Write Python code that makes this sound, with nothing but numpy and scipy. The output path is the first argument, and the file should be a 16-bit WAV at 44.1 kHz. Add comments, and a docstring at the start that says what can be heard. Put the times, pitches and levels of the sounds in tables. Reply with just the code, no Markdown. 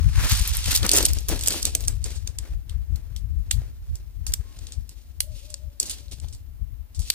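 """Outdoors on a hillside, wind thumps the two microphone ports from the start, mostly the left one harder.
Folded tent poles slide from a rustling nylon bag and clatter onto the tent cloth, with low thuds on the soil;
then the lifted sections snap together in short dry clicks, and late on a far bird hoots faintly.
Clicks are impact noise ringing tube modes; cloth, thuds, wind and hiss are shaped noise; hoots are gliding sines."""
import sys
import numpy as np
from scipy import signal
from scipy.fft import rfft, irfft, next_fast_len
from scipy.io import wavfile
from scipy.ndimage import uniform_filter1d

SR = 44100
rng = np.random.default_rng(int(sys.argv[2]) if len(sys.argv) > 2 else 0)


def wav_record(signal):
    """Record a signal, one row per channel, as 16-bit PCM in the file named by sys.argv[1]."""
    frames = np.transpose(np.atleast_2d(signal))
    bounded = np.clip(frames, -1, 1)
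    # unit amplitude maps onto the largest positive 16-bit level
    quanta = np.round(bounded * 32767).astype(np.int16)
    wavfile.write(sys.argv[1], SR, quanta)


N = 314874


def amp(db):
    """Gain of a level in dB."""
    return 10 ** (np.asarray(db) / 20)


def evened(x):
    """Scales a signal to rms 1."""
    return x / np.sqrt(np.mean(x ** 2) + 1e-20)


def read(points, hz):
    """Reads a spectrum table on a log-frequency axis."""
    f, value = np.transpose(points)
    return np.interp(np.log(hz + 1), np.log(f + 1), value)


def curves(rows, t):
    """Columns of a breakpoint table, interpolated at times t."""
    s, *columns = np.transpose(rows)
    return [np.interp(t, s, column) for column in columns]


def coloured(x, points):
    """Filters a sound by a spectrum table."""
    size = next_fast_len(N)
    gain = amp(read(points, np.fft.rfftfreq(size, 1 / SR)))
    return irfft(rfft(x, size) * gain, size)[..., :N]


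def add(mix, s, sound):
    """Mixes a sound in at s seconds."""
    part = mix[:, round(s * SR):][:, :sound.shape[1]]
    part += sound[:, :part.shape[1]]


def slow(rate, channels):
    """Twice-smoothed noise of rms 1 that wanders on the scale of 1/rate seconds."""
    width = max(int(SR / rate), 2)
    smooth = uniform_filter1d(rng.standard_normal((channels, N)), width)
    return evened(uniform_filter1d(smooth, width))


def ring(hz, t60, t):
    """One dying mode: a sine that falls 60 dB in t60 seconds."""
    return amp(-60 * t / t60) * np.sin(2 * np.pi * hz * t)


# Metal on metal. Each row: peak in seconds, relative level in dB, rise in ms, then in relative dB
# the after-rattle, the low ring and the thin edge.
POLE_CLICKS = [(.2475, -26, 3.3, -4, -3, -0.5), (.2966, -20, .9, -8, -7.5, 2.5),
               (.3195, -12.5, 0.96, -11, -14, -4), (.3333, -25.5, 4.9, 4, -1, -7),
               (.4152, -30.5, 1.1, 5, -1, -1), (.4766, -18.5, 0.87, -7, -21, 6.5),
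               (.5512, -27.5, .8, -10, -4, 10), (.5698, -17, 0.37, -24, -11, 8.5),
               (.6432, -22.5, .8, -14, -1, -20), (.6604, -25, .8, -13, 6, -22),
               (.7118, -21.5, 3.5, -7, -1, -3), (.7425, -18.5, 1.5, 1, -3, -5.5),
               (.7534, -17, 4.1, 3, -1, 1), (.7632, -14.5, 3.6, -20, -7, -3),
               (.775, -14.5, 1.1, -4, -7, -6), (.8313, -19.5, .6, -28, 5, -18),
               (.8651, -12, .7, -23, -12, -4), (.8934, -7.5, 1.1, -27, -4.5, -12),
               (.9163, -6.5, 1, -14, -8.5, -8), (.9251, -20, 4.3, -13, -15, -8.5),
               (.9363, -11.5, 3.6, -18, -18, -10), (.9408, -12.5, 2.6, -16, -24, -8),
               (.953, -16, 4.5, -9, -15, -6), (.9572, -9, 1.3, -18, -16, -9.5),
               (.9671, -12.5, 5.5, -18.5, -9, -2.5), (.9755, -13, 5.6, -4, -11, -0.5),
               (.9863, -12, 4.9, -13, -7.5, -8), (1.0085, -21, 2.9, -4, -3.5, -11),
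               (1.0287, -18, 1.4, -14, -4, 1.5), (1.056, -10, 4.5, -20, -6, -8),
               (1.064, -17.5, 5, -10, -6, -2.5), (1.0872, -24, 3.6, 2, -5, -10),
               (1.1347, -19, 1, -25, -20, 1), (1.1871, -23, 0.7, -7.5, -9, -11),
               (1.2855, -16.5, 0.56, 0, -9, 0), (1.3928, -26, 0.71, -6, -1.5, -4),
               (1.4122, -22.5, 2.1, -9, -9, -14), (1.4267, -29, 2.2, -9, -13, -9),
               (1.4377, -24, 2.5, -10, -1.5, -2), (1.4618, -19, 1.3, -7, -5, -13),
               (1.4755, -13, 2.3, -16, -13.5, -6), (1.4839, -7.5, 0.75, -26, -11.5, -5),
               (1.5064, -15.5, 1.1, -13, -7.5, -14), (1.5246, -20, 2, -8, -8, -17),
               (1.6296, -16.5, 2.1, -27, -13, -10.5), (1.6537, -8.5, 0.835, -15, -6.5, -12),
               (1.752, -11.5, 1.6, -27.5, -5.5, -3), (1.8077, -30.5, 1.8, -11, -8, 0),
               (1.8401, -31.5, 1, -17, -1, -15), (1.8769, -22.5, 0.67, -15, -22, 0),
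               (1.8822, -11.5, 0.77, -32, -9.5, -18), (2.0431, -20.5, 1.3, -13, -19, -17),
               (2.1078, -37.5, 5.9, -5, -6, -17), (2.1526, -44.5, 3.7, 7.5, -4.5, -18),
               (2.2763, -24.5, 2.5, -18, -9, -13), (2.3878, -22.5, 2.1, -21, -5, -18),
               (2.6968, -40, 2.4, -11.5, 6, -5), (2.9608, -39, 2.5, -16, -3.5, 0),
               (3.1642, -31.5, 1.1, -13.5, -0.5, -5), (3.513, -13, 2.2, -25, 0.5, -11),
               (3.5155, -26, 0.85, -11, 4.5, 4), (3.9566, -35.5, 2.1, -12.5, -14, -7),
               (4.268, -19.5, 1.6, -11.5, -8.5, -5), (4.323, -32, 1.5, -15, -6, -8),
               (4.3388, -10.5, 1.9, -38, -5.5, -8), (4.5912, -38.5, 2.6, -25, -8, -24),
               (4.6704, -37, 2.1, -10, 0, -18), (4.7228, -30, 1.5, -10, -5.5, -18),
               (4.8943, -36, 2.3, -13, -4, -5), (5.2059, -14.5, 1.5, -22, -2.5, 6),
               (5.5049, -37, 3.1, -7, -10, -15), (5.5423, -24, 1, -30.5, -10.5, -17),
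               (5.8016, -15.5, 2.2, -12, -18, -7), (5.831, -22, 2.3, -23, -7, -10),
               (5.8578, -30.5, 1.8, 0, -8, -13), (5.8978, -23.5, 1.3, -1.5, -4, -11),
               (5.9136, -28, 3.8, -20, -2, -9), (5.9267, -42.5, 3.4, 5.5, 2, -13),
               (5.9864, -40.5, 3, -9, 2, -14), (6.0832, -49.5, .6, -10, 5, -16),
               (6.1139, -35, .5, -5, -8, -24), (6.2012, -38.5, 1.7, -22, -5.5, -14),
               (6.2463, -46.5, .5, -15, 6.5, -18), (6.2877, -43, 4.5, -7, -7, -16),
               (6.3274, -40, 1.4, -0.5, -7, -13), (6.3501, -38.5, 1.5, -21.5, -11.5, -11),
               (6.9488, -38.5, 2, -1, -7.5, -16), (6.9941, -30, 1, -4.5, -11, -10),
               (7.021, -37.5, 3.4, -0.5, -5, -19), (7.0843, -37.5, .9, -2, -6, -12),
               (7.1017, -12.5, 0.55, -24, -3, -6.5), (7.103, -13.5, 1.1, -29, 4.5, 3.5)]
# Modes of a tube section. Each row: frequency in Hz, relative level in dB, t60 in seconds.
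TUBE_MODES = [(2680, -15, 0.002), (3670, -6, 0.0024), (4640, -8, 0.0012), (6620, -1, 0.0013),
              (8400, 1.5, 0.002), (9390, 0, 0.0041), (12370, 5.5, 0.0028), (14500, 0.5, 0.0061)]
# Heart of an impact. Each row: frequency in Hz, gain in dB.
SNAP_COLOUR = [(3000, -40.5), (4500, 2), (6000, 3), (8000, 6.5), (10000, -6.5), (12500, -27.5)]
# Dull knock of the whole section. Each row: frequency in Hz, gain in dB.
DULL_COLOUR = [(150, -14), (300, 11.5), (600, -3.5), (1100, 2.5), (1600, -6.5), (2600, -31.5)]
# Low ring of broad blows. Each row: frequency in Hz, gain in dB.
LOW_COLOUR = [(1200, -26.5), (2000, -13.5), (2700, -6.5), (3500, -0.5), (4500, -2.5), (6500, -33.5)]
# Thin edge of glancing rims. Each row: frequency in Hz, gain in dB.
THIN_COLOUR = [(8000, -38.5), (10000, 2.5), (12200, -1.5), (13500, -1.5), (15200, 2.5), (15800, -21.5),
               (17000, -30)]
# Poles rattle short on the cloth, longer and a little louder once lifted.
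LIFT_S, HEAP_T60_S, HELD_T60_S, HELD_DB = 1.4, .05, .13, 1.05
DULL_DB, DULL_PER_DB = -35.5, -0.44  # hard blows carry less of the dull knock
STRIKE_T60_S = .005  # the driving burst of every strike dies in 5 ms
SCATTER_DB = 3  # whole left-right spread of the blows


def clicks():
    """Each click is a sharp strike of tiny impacts that rings the tube, then a loose after-rattle."""
    layers = np.zeros((4, 2, N))
    t = np.arange(-400, 5000) / SR
    ringing = np.arange(500) / SR
    later, earlier = np.maximum(t, 0), np.maximum(-t, 0)
    rows = POLE_CLICKS + small_ticks()
    draws = rng.random((len(rows), 4, len(t)))
    for (s, db, rise_ms, after_db, low_db, thin_db), draw in zip(rows, draws):
        rise = rise_ms / 1000
        pan_db = SCATTER_DB * (draw[1, -1] - .5)
        after_t60 = HEAP_T60_S if s < LIFT_S else HELD_T60_S

        sparse = (draw[0] < .3) * (2 * draw[1] - 1)
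        impacts = evened(sparse + 0.43 * (2 * draw[2:] - 1))  # partly unlike at each port

        weights_db = -18 * draw[0, -len(TUBE_MODES):]  # every blow lands elsewhere on the tube
        tube = sum(amp(mode_db + weight_db - 7.5) * ring(hz, t60, ringing)
                   for (hz, mode_db, t60), weight_db in zip(TUBE_MODES, weights_db))
        tube[0] += 1  # the bare tick
        tube = tube / np.linalg.norm(tube)

        onset_db = -10 * (earlier / np.clip(rise, .0004, .006)) ** 2  # sets in abruptly, swells to the peak
        burst = impacts * amp(onset_db - 60 * later / STRIKE_T60_S)
        strike = signal.fftconvolve(burst, tube[None], axes=1)[:, :len(t)]
        after_shape = (1 - np.exp(-later / 0.0037)) * amp(-60 * later / after_t60)
        after = amp(after_db) * impacts * after_shape

        sides_db = np.array([[pan_db], [-pan_db]]) / 2
        sound = amp(db + HELD_DB * (s > LIFT_S) + sides_db) * (strike + after)
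        shares_db = 0, DULL_DB + DULL_PER_DB * db, low_db, thin_db
        for layer, share_db in zip(layers, shares_db):
            add(layer, s + t[0], amp(share_db) * sound)
    colours = SNAP_COLOUR, DULL_COLOUR, LOW_COLOUR, THIN_COLOUR
    heart, dull, low, thin = (coloured(x, colour) for x, colour in zip(layers, colours))
    return amp(-0.32) * heart + dull + amp(6.0) * low + amp(1.0) * thin


TICKS_FROM_S, TICKS_TO_S = .34, 2
TICK_DB, TICK_SPREAD_DB = 9, 6  # top level above the rustle, random reduction
TICK_BLOW = 8.5, -7, -3.5, -0.5  # rise in ms (held to 6), then after-rattle, low ring, thin edge in relative dB


def small_ticks(count=30):
    """Rows of chance ticks among the heaped poles, stronger where the cloth is busier."""
    place, size = rng.random((count, 2)).T
    s = TICKS_FROM_S + (TICKS_TO_S - TICKS_FROM_S) * (np.arange(count) + place) / count
    levels_db = moving(s)[0] + TICK_DB - TICK_SPREAD_DB * size
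    return [(start, db, *TICK_BLOW) for start, db in zip(s, levels_db)]


# Poles landing on cloth and soil. Each row: start in seconds, relative level in dB.
LANDINGS = [(0.269, -40.5), (0.68, -28.5), (0.849, -20.5), (0.936, -21), (0.974, -25), (1.006, -23.5),
            (1.034, -26), (1.069, -35), (1.299, -25), (1.333, -23), (1.477, -32.5), (1.543, -19.5),
            (1.653, -33.5), (1.755, -33), (2.065, -36), (2.102, -40), (2.451, -54), (3.617, -40.5),
            (4.588, -50), (5.829, -41.5), (6.244, -40.5)]
# Colour of a thud. Each row: frequency in Hz, gain in dB.
SOIL_COLOUR = [(150, -25), (280, -6.5), (420, -2.5), (650, -4), (1000, -11.5), (1800, -32)]
THUD_RISE_S, THUD_T60_S = .0015, .013


def thuds():
    """Each landing is a short low puff of noise, alike at both ports."""
    out, t = np.zeros((2, N)), np.arange(3000) / SR
    shape = (1 - np.exp(-t / THUD_RISE_S)) * amp(-60 * t / THUD_T60_S)
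    noises = rng.standard_normal((len(LANDINGS), len(t)))
    for (s, db), noise in zip(LANDINGS, noises):
        puff = noise * shape
        add(out, s, amp(db) * (puff / np.linalg.norm(puff))[None])
    return amp(34.5) * coloured(out, SOIL_COLOUR)


# Crisp nylon creases. Each row: frequency in Hz, relative density in dB per Hz.
CREASE_COLOUR = [(1500, -20.5), (2500, -1.5), (4000, 2.5), (6000, 1), (8200, -1), (10500, -7.5),
                 (13000, -9.5), (15300, -14), (15700, -31), (16500, -40)]
# Heavy folds. Each row: frequency in Hz, relative density in dB per Hz.
FOLD_COLOUR = [(100, -19), (160, -1), (300, 2), (450, -3), (700, -7.5), (1100, -19), (1800, -30.5)]
# Cloth sliding on cloth. Each row: frequency in Hz, relative density in dB per Hz.
SLIDE_COLOUR = [(450, -25.5), (800, -2.5), (1200, 0), (1800, 2), (2600, -1.5), (4000, -17.5)]


def cloth():
    """Creases snap as dense uneven grains in clumps; sliding and heavy folds add lower scuffing."""
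    t = np.arange(0, N + 64, 64) / SR
    rustle_db, folds_db, slide_db = (np.interp(np.arange(N) / SR, t, level) for level in moving(t))
    clumps_db = 1.45 * slow(60, channels=1) + 1.5 * slow(250, channels=1)
    sizes = amp(2.2 * np.minimum(rng.exponential(1, N), 5))
    happens = rng.random(N) < 6000 / SR  # about 6000 grains a second
    grains = evened(sizes * happens * rng.choice([-1., 1.], N))
    spread = rng.standard_normal((6, N))  # wide cloth reaches the ports by unlike paths
    creases = grains + 1.4 * rng.standard_normal(N) + 1.4 * spread[:2]
    folds = rng.standard_normal(N) + 0.41 * spread[2:4]
    slide = 0.2 * grains + rng.standard_normal(N) + 0.8 * spread[4:]
    crisp = amp(rustle_db + clumps_db + 4.0) * evened(coloured(creases, CREASE_COLOUR))
    heavy = amp(folds_db + 1.3 * clumps_db - 4.0) * evened(coloured(folds, FOLD_COLOUR))
    sliding = amp(slide_db + 1.2 * clumps_db - 2.5) * evened(coloured(slide, SLIDE_COLOUR))
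    return crisp + heavy + sliding


# Cloth moving. Each row: peak in seconds, relative rustle level in dB, swell and fade in seconds
# (over 20 dB of rustle), then heavy folds and sliding in dB relative to the rustle.
CLOTH_STROKES = [(.08, -58, .4, 0.18, 5, 9.5), (.2, -40, 0.12, 0.1, -3.5, 8),
                 (.26, -42, 0.048, 0.037, 10, 13.5), (0.309, -29, 0.11, 0.16, -28, -2.5),
                 (.48, -35.5, 0.5, 0.72, -15.5, -5), (.71, -28, 0.11, 0.13, -10.5, -3),
                 (.85, -38, 0.077, 0.085, 10.5, 8.5), (.89, -34, 0.041, 0.087, -5, -14.5),
                 (0.951, -27, 0.059, 0.19, 4, -2), (1.05, -48, 0.1, 0.061, 5, -1),
                 (1.19, -47.5, .2, .07, 2.5, -6), (1.288, -36.5, .005, 0.22, 5, 0),
                 (1.325, -42.5, 0.044, 0.05, 16, 1.5), (1.48, -37.5, 0.043, 0.25, 2.5, -2.5),
                 (1.54, -37.5, 0.1, 0.21, -0.5, -8), (1.67, -39, 0.071, 0.079, 2.5, -6.5),
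                 (1.77, -51.5, 0.086, 0.083, 9.5, -6.5), (1.85, -48, .15, 0.023, 4.5, -2.5),
                 (1.888, -50, 0.043, 0.14, 7, 1), (2.061, -43, 0.043, 0.18, 2.5, -2.5),
                 (2.28, -61, 0.055, .25, 8, 1.5), (2.46, -58.5, 0.15, 0.2, 9.5, 5),
                 (2.72, -66, 0.095, 0.22, 7.5, 7), (2.959, -67.5, 0.16, 0.97, 8.5, 4),
                 (3.62, -60.5, 0.29, 0.15, 9.5, 4.5), (3.98, -66.5, 0.75, 0.2, 2.5, -0.5),
                 (4.29, -66, .08, 0.43, 12.5, 10.5), (4.67, -58.5, 0.62, 0.28, 2, -5),
                 (4.91, -63, 0.065, 0.46, -2.5, -10), (4.99, -68, .1, .12, -8, -13),
                 (5.38, -53.5, 0.15, 0.39, -8.5, -29), (5.81, -45, 0.011, 0.27, 1, -9),
                 (6.0, -55.5, 0.23, 0.034, 0, -7.5), (6.121, -44.5, 0.011, 0.061, -0.5, -21),
                 (6.24, -59, .13, .2, 5, -5.5), (7.0, -65, 0.057, 0.11, 16, -3),
                 (7.08, -47.5, 0.11, 0.057, -17, -18), (7.14, -47, 0.077, .1, -16, -6)]
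STILL_DB = -77.5, -71, -80  # the cloth at rest, relative levels: rustle, folds, sliding
QUICKER = 1.0, 1.25, 1.25  # folds and sliding swell and fade faster than the rustle


def moving(t):
    """Relative levels in dB of rustle, folds and sliding: each stroke swells to its peak and fades."""
    power = amp(2 * np.array(STILL_DB))[:, None] * np.ones(len(t))
    for s, db, swell, fade, folds_db, slide_db in CLOTH_STROKES:
        away = np.where(t < s, (s - t) / max(swell, .005), (t - s) / max(fade, .005))
        peaks_db = db + np.array([[0], [folds_db], [slide_db]])
        power = power + amp(2 * peaks_db) * amp(-40 * np.outer(QUICKER, away))
    return 10 * np.log10(power)


# Thumps of single gusts. Each row: centre in seconds, relative level in dB, half length in seconds,
# left minus right in dB.
WIND_GUSTS = [(0.07, -13, 0.029, 12), (0.185, -19.5, 0.035, 21), (0.238, -18, 0.021, -11),
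              (0.331, -12.5, 0.013, 20), (0.409, -17, 0.016, 22), (0.516, -20, 0.015, -12),
              (.59, -22.5, 0.013, 17), (.81, -19, 0.039, 7), (1.13, -22.5, 0.078, 7.5),
              (1.334, -21.5, 0.037, 12.5), (1.892, -28.5, 0.088, 16), (2.416, -29.5, 0.03, 8),
              (2.545, -23.5, 0.05, 8), (2.76, -28.5, 0.085, 14.5), (2.928, -22.5, 0.032, 17.5),
              (3.288, -29.5, 0.022, 11), (3.376, -24, 0.051, 18.5), (3.575, -25.5, .04, 35.5),
              (3.922, -25.5, 0.028, -18.5), (4.2, -29, 0.038, 23.5), (4.303, -24.5, 0.043, 3),
              (4.402, -29.5, 0.02, 27.5), (4.64, -32.5, 0.023, 24), (4.784, -29.5, .03, 13),
              (5.198, -36.5, .05, 11.5), (5.33, -33.5, 0.057, 24), (5.663, -34, 0.032, 21),
              (6.106, -33, 0.019, 19), (6.245, -31, 0.022, 26), (6.344, -31.5, 0.018, 9),
              (6.418, -34, 0.014, 14), (6.624, -33, .03, 30), (6.721, -36.5, 0.037, 24.5),
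              (6.816, -32.5, 0.028, 19), (7.006, -23.5, 0.034, 18.5), (7.09, -34, .025, 2)]
# Wind between gusts. Each row: time in seconds, relative level in dB, left minus right in dB.
BREEZE_LEVELS = [(0, -20.5, 17), (.3, -28, -8), (.9, -29, 6), (1.25, -34, 8), (1.75, -30.5, 14),
                 (2.15, -29, 13.5), (2.45, -43, 8), (3.1, -33, 17), (3.5, -30, 7.5), (3.85, -37.5, 0.5),
                 (4.45, -37.5, 9.5), (4.95, -43.5, 14.5), (5.5, -42, 16), (5.75, -44.5, 6.5),
                 (6.1, -37.5, 14.5), (6.5, -40, 10), (7.14, -52.5, 12)]
# Pressure swirls. Each row: frequency in Hz, relative density in dB per Hz.
SWIRL_COLOUR = [(15, -21), (30, -6), (42, 5.5), (62, 5), (85, -3.5), (110, -13.5), (160, -25.5),
                (200, -29.5), (300, -42.5), (500, -58.5), (700, -86.5)]
# Faster swirls. Each row: frequency in Hz, relative density in dB per Hz.
BUFFET_COLOUR = [(50, -30), (80, -3.5), (100, 1.5), (125, -8), (160, -21), (250, -35), (400, -66.5)]
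LUMPS_DB, LUMPS_PER_S = 3, 34  # the breeze comes in lumps
BUFFET_DB, BUFFET_STEEP = 2.5, 1.634  # faster swirls grow faster than the wind itself


def wind():
    """Lumpy pressure swirls, unrelated at the two ports: a breeze and single gusts."""
    t = np.arange(0, N + 64, 64) / SR
    side = np.array([[.5], [-.5]])
    breeze_db, pan_db = curves(BREEZE_LEVELS, t)
    lumps_db = LUMPS_DB * slow(LUMPS_PER_S, channels=2)[:, (t * SR).astype(int) % N]
    power = amp(2 * (breeze_db + side * pan_db - 0.2 * abs(pan_db) + lumps_db))
    for s, db, half, pan_db in WIND_GUSTS:
        hump = np.exp(-2 * ((t - s) / max(half, .01)) ** 2)
        power = power + amp(2 * (db + side * pan_db - 0.21 * abs(pan_db))) * hump
    level = np.array([np.interp(np.arange(N) / SR, t, np.sqrt(p)) for p in power])
    swirl = coloured(rng.standard_normal((2, N)), SWIRL_COLOUR)
    swirl = swirl / np.sqrt(uniform_filter1d(swirl ** 2, 3600) + 1e-12)  # breeze and gusts set the level
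    fast = evened(coloured(rng.standard_normal((2, N)), BUFFET_COLOUR))
    buffet = amp(BUFFET_DB) * level ** BUFFET_STEEP * fast
    return buffet + swirl * level * amp(1.8 * slow(41, channels=2))


# Far calls, each an arch of pitch. Each row: start in seconds, length in seconds, top pitch in Hz,
# drop at the ends as a share of the top, relative level in dB.
BIRD_HOOTS = [(4.43, .14, 1090, .07, -68), (5.21, .17, 625, .18, -58), (5.41, .17, 610, .17, -57),
              (5.57, .14, 620, .15, -61), (5.7, .08, 600, .08, -63), (5.80, .15, 610, .14, -67),
              (5.98, .13, 585, .1, -66)]


def bird():
    """Soft sine hoots that rise and fall in pitch, blurred by echoes and a flickering level."""
    out = np.zeros((2, N))
    for s, length, top_hz, drop, db in BIRD_HOOTS:
        u = np.linspace(-1, 1, round(length * SR))
        turns = np.cumsum(top_hz * (1 - drop * u ** 2)) / SR
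        hoot = np.sqrt(2) * amp(db) * np.sin(2 * np.pi * turns) * (1 - u ** 4)
        add(out, s, hoot[None])
    tail = rng.standard_normal((2, 6000)) * amp(-60 * np.arange(6000) / SR / .3)  # echoes of the slopes
    out = out + amp(-38) * signal.oaconvolve(out, tail, axes=1)[:, :N]
    return out * amp(2.6 * slow(70, channels=1) - 2.2)


# Colour of the hiss. Each row: frequency in Hz, relative density in dB per Hz.
HISS_COLOUR = [(150, -18.5), (250, -2.5), (400, -14.5), (600, -14.5), (1000, -19.5), (2000, -21.5),
               (6500, -29), (10000, -26), (13500, -19), (15350, -16.5), (15650, -44.5), (16500, -51)]


def hiss():
    """Steady noise of the open air and of each microphone."""
    return amp(-62) * evened(coloured(rng.standard_normal((2, N)), HISS_COLOUR))


def ground(x):
    """A ground bounce alike at both ports, within a short scatter from cloth and trees unlike at each."""
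    t = np.arange(8000) / SR
    scatter = rng.standard_normal((2, len(t))) * amp(-60 * t / 0.19) * (t > .002)
    taps = amp(-19) * evened(scatter) / np.sqrt(len(t))
    taps[:, 170] += amp(-12.5)  # the bounce
    return x + signal.oaconvolve(x, taps, axes=1)[:, :N]


# Phase lead of the left port. Each row: frequency in Hz, lead in radians.
LEFT_LEAD = [(200, 0.11), (800, 0.73), (1900, 0.51), (3300, 1.99), (5000, 1.93), (7000, 2.15), (9000, 3.1),
             (11000, 8.6), (13000, 4.7), (15500, 23)]
# Tilt between the ports. Each row: frequency in Hz, left minus right in dB.
LEFT_LEAN = [(250, 1.5), (500, 5), (1200, 6), (2200, 2), (5000, 2), (7000, 2.5), (9000, -11), (11000, -2.5),
             (14000, -1.5)]


def ports(x):
    """Sound from the left reaches the left port first; the housing tilts the treble between ports."""
    size = next_fast_len(N)
    hz = np.fft.rfftfreq(size, 1 / SR)
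    half = amp(read(LEFT_LEAN, hz) / 2) * np.exp(.5j * read(LEFT_LEAD, hz))
    return irfft(rfft(x, size) * np.array([half, 1 / half]), size)[:, :N]


def scene():
    """All sources at the two ports."""
    poles = ground(clicks() + thuds())
    return ports(poles + cloth() + bird()) + wind() + hiss()


BASS_HZ, EDGE_HZ = 32.5, 16400  # low edge of the microphones, upper band limit


def record(dry):
    """The microphones lose the deepest bass, peaks round off under full scale; then the band limit."""
    thinned = signal.lfilter(*signal.butter(2, BASS_HZ, "high", fs=SR), dry)
    size = abs(thinned)
    rounded = np.sign(thinned) * np.minimum(size, .6 + .36 * np.tanh((size - .6) / .36))
    band = signal.firwin(511, EDGE_HZ, window=("kaiser", 9), fs=SR)
    return signal.oaconvolve(rounded, band[None], "same")


dry = scene()
out = record(dry)
wav_record(out)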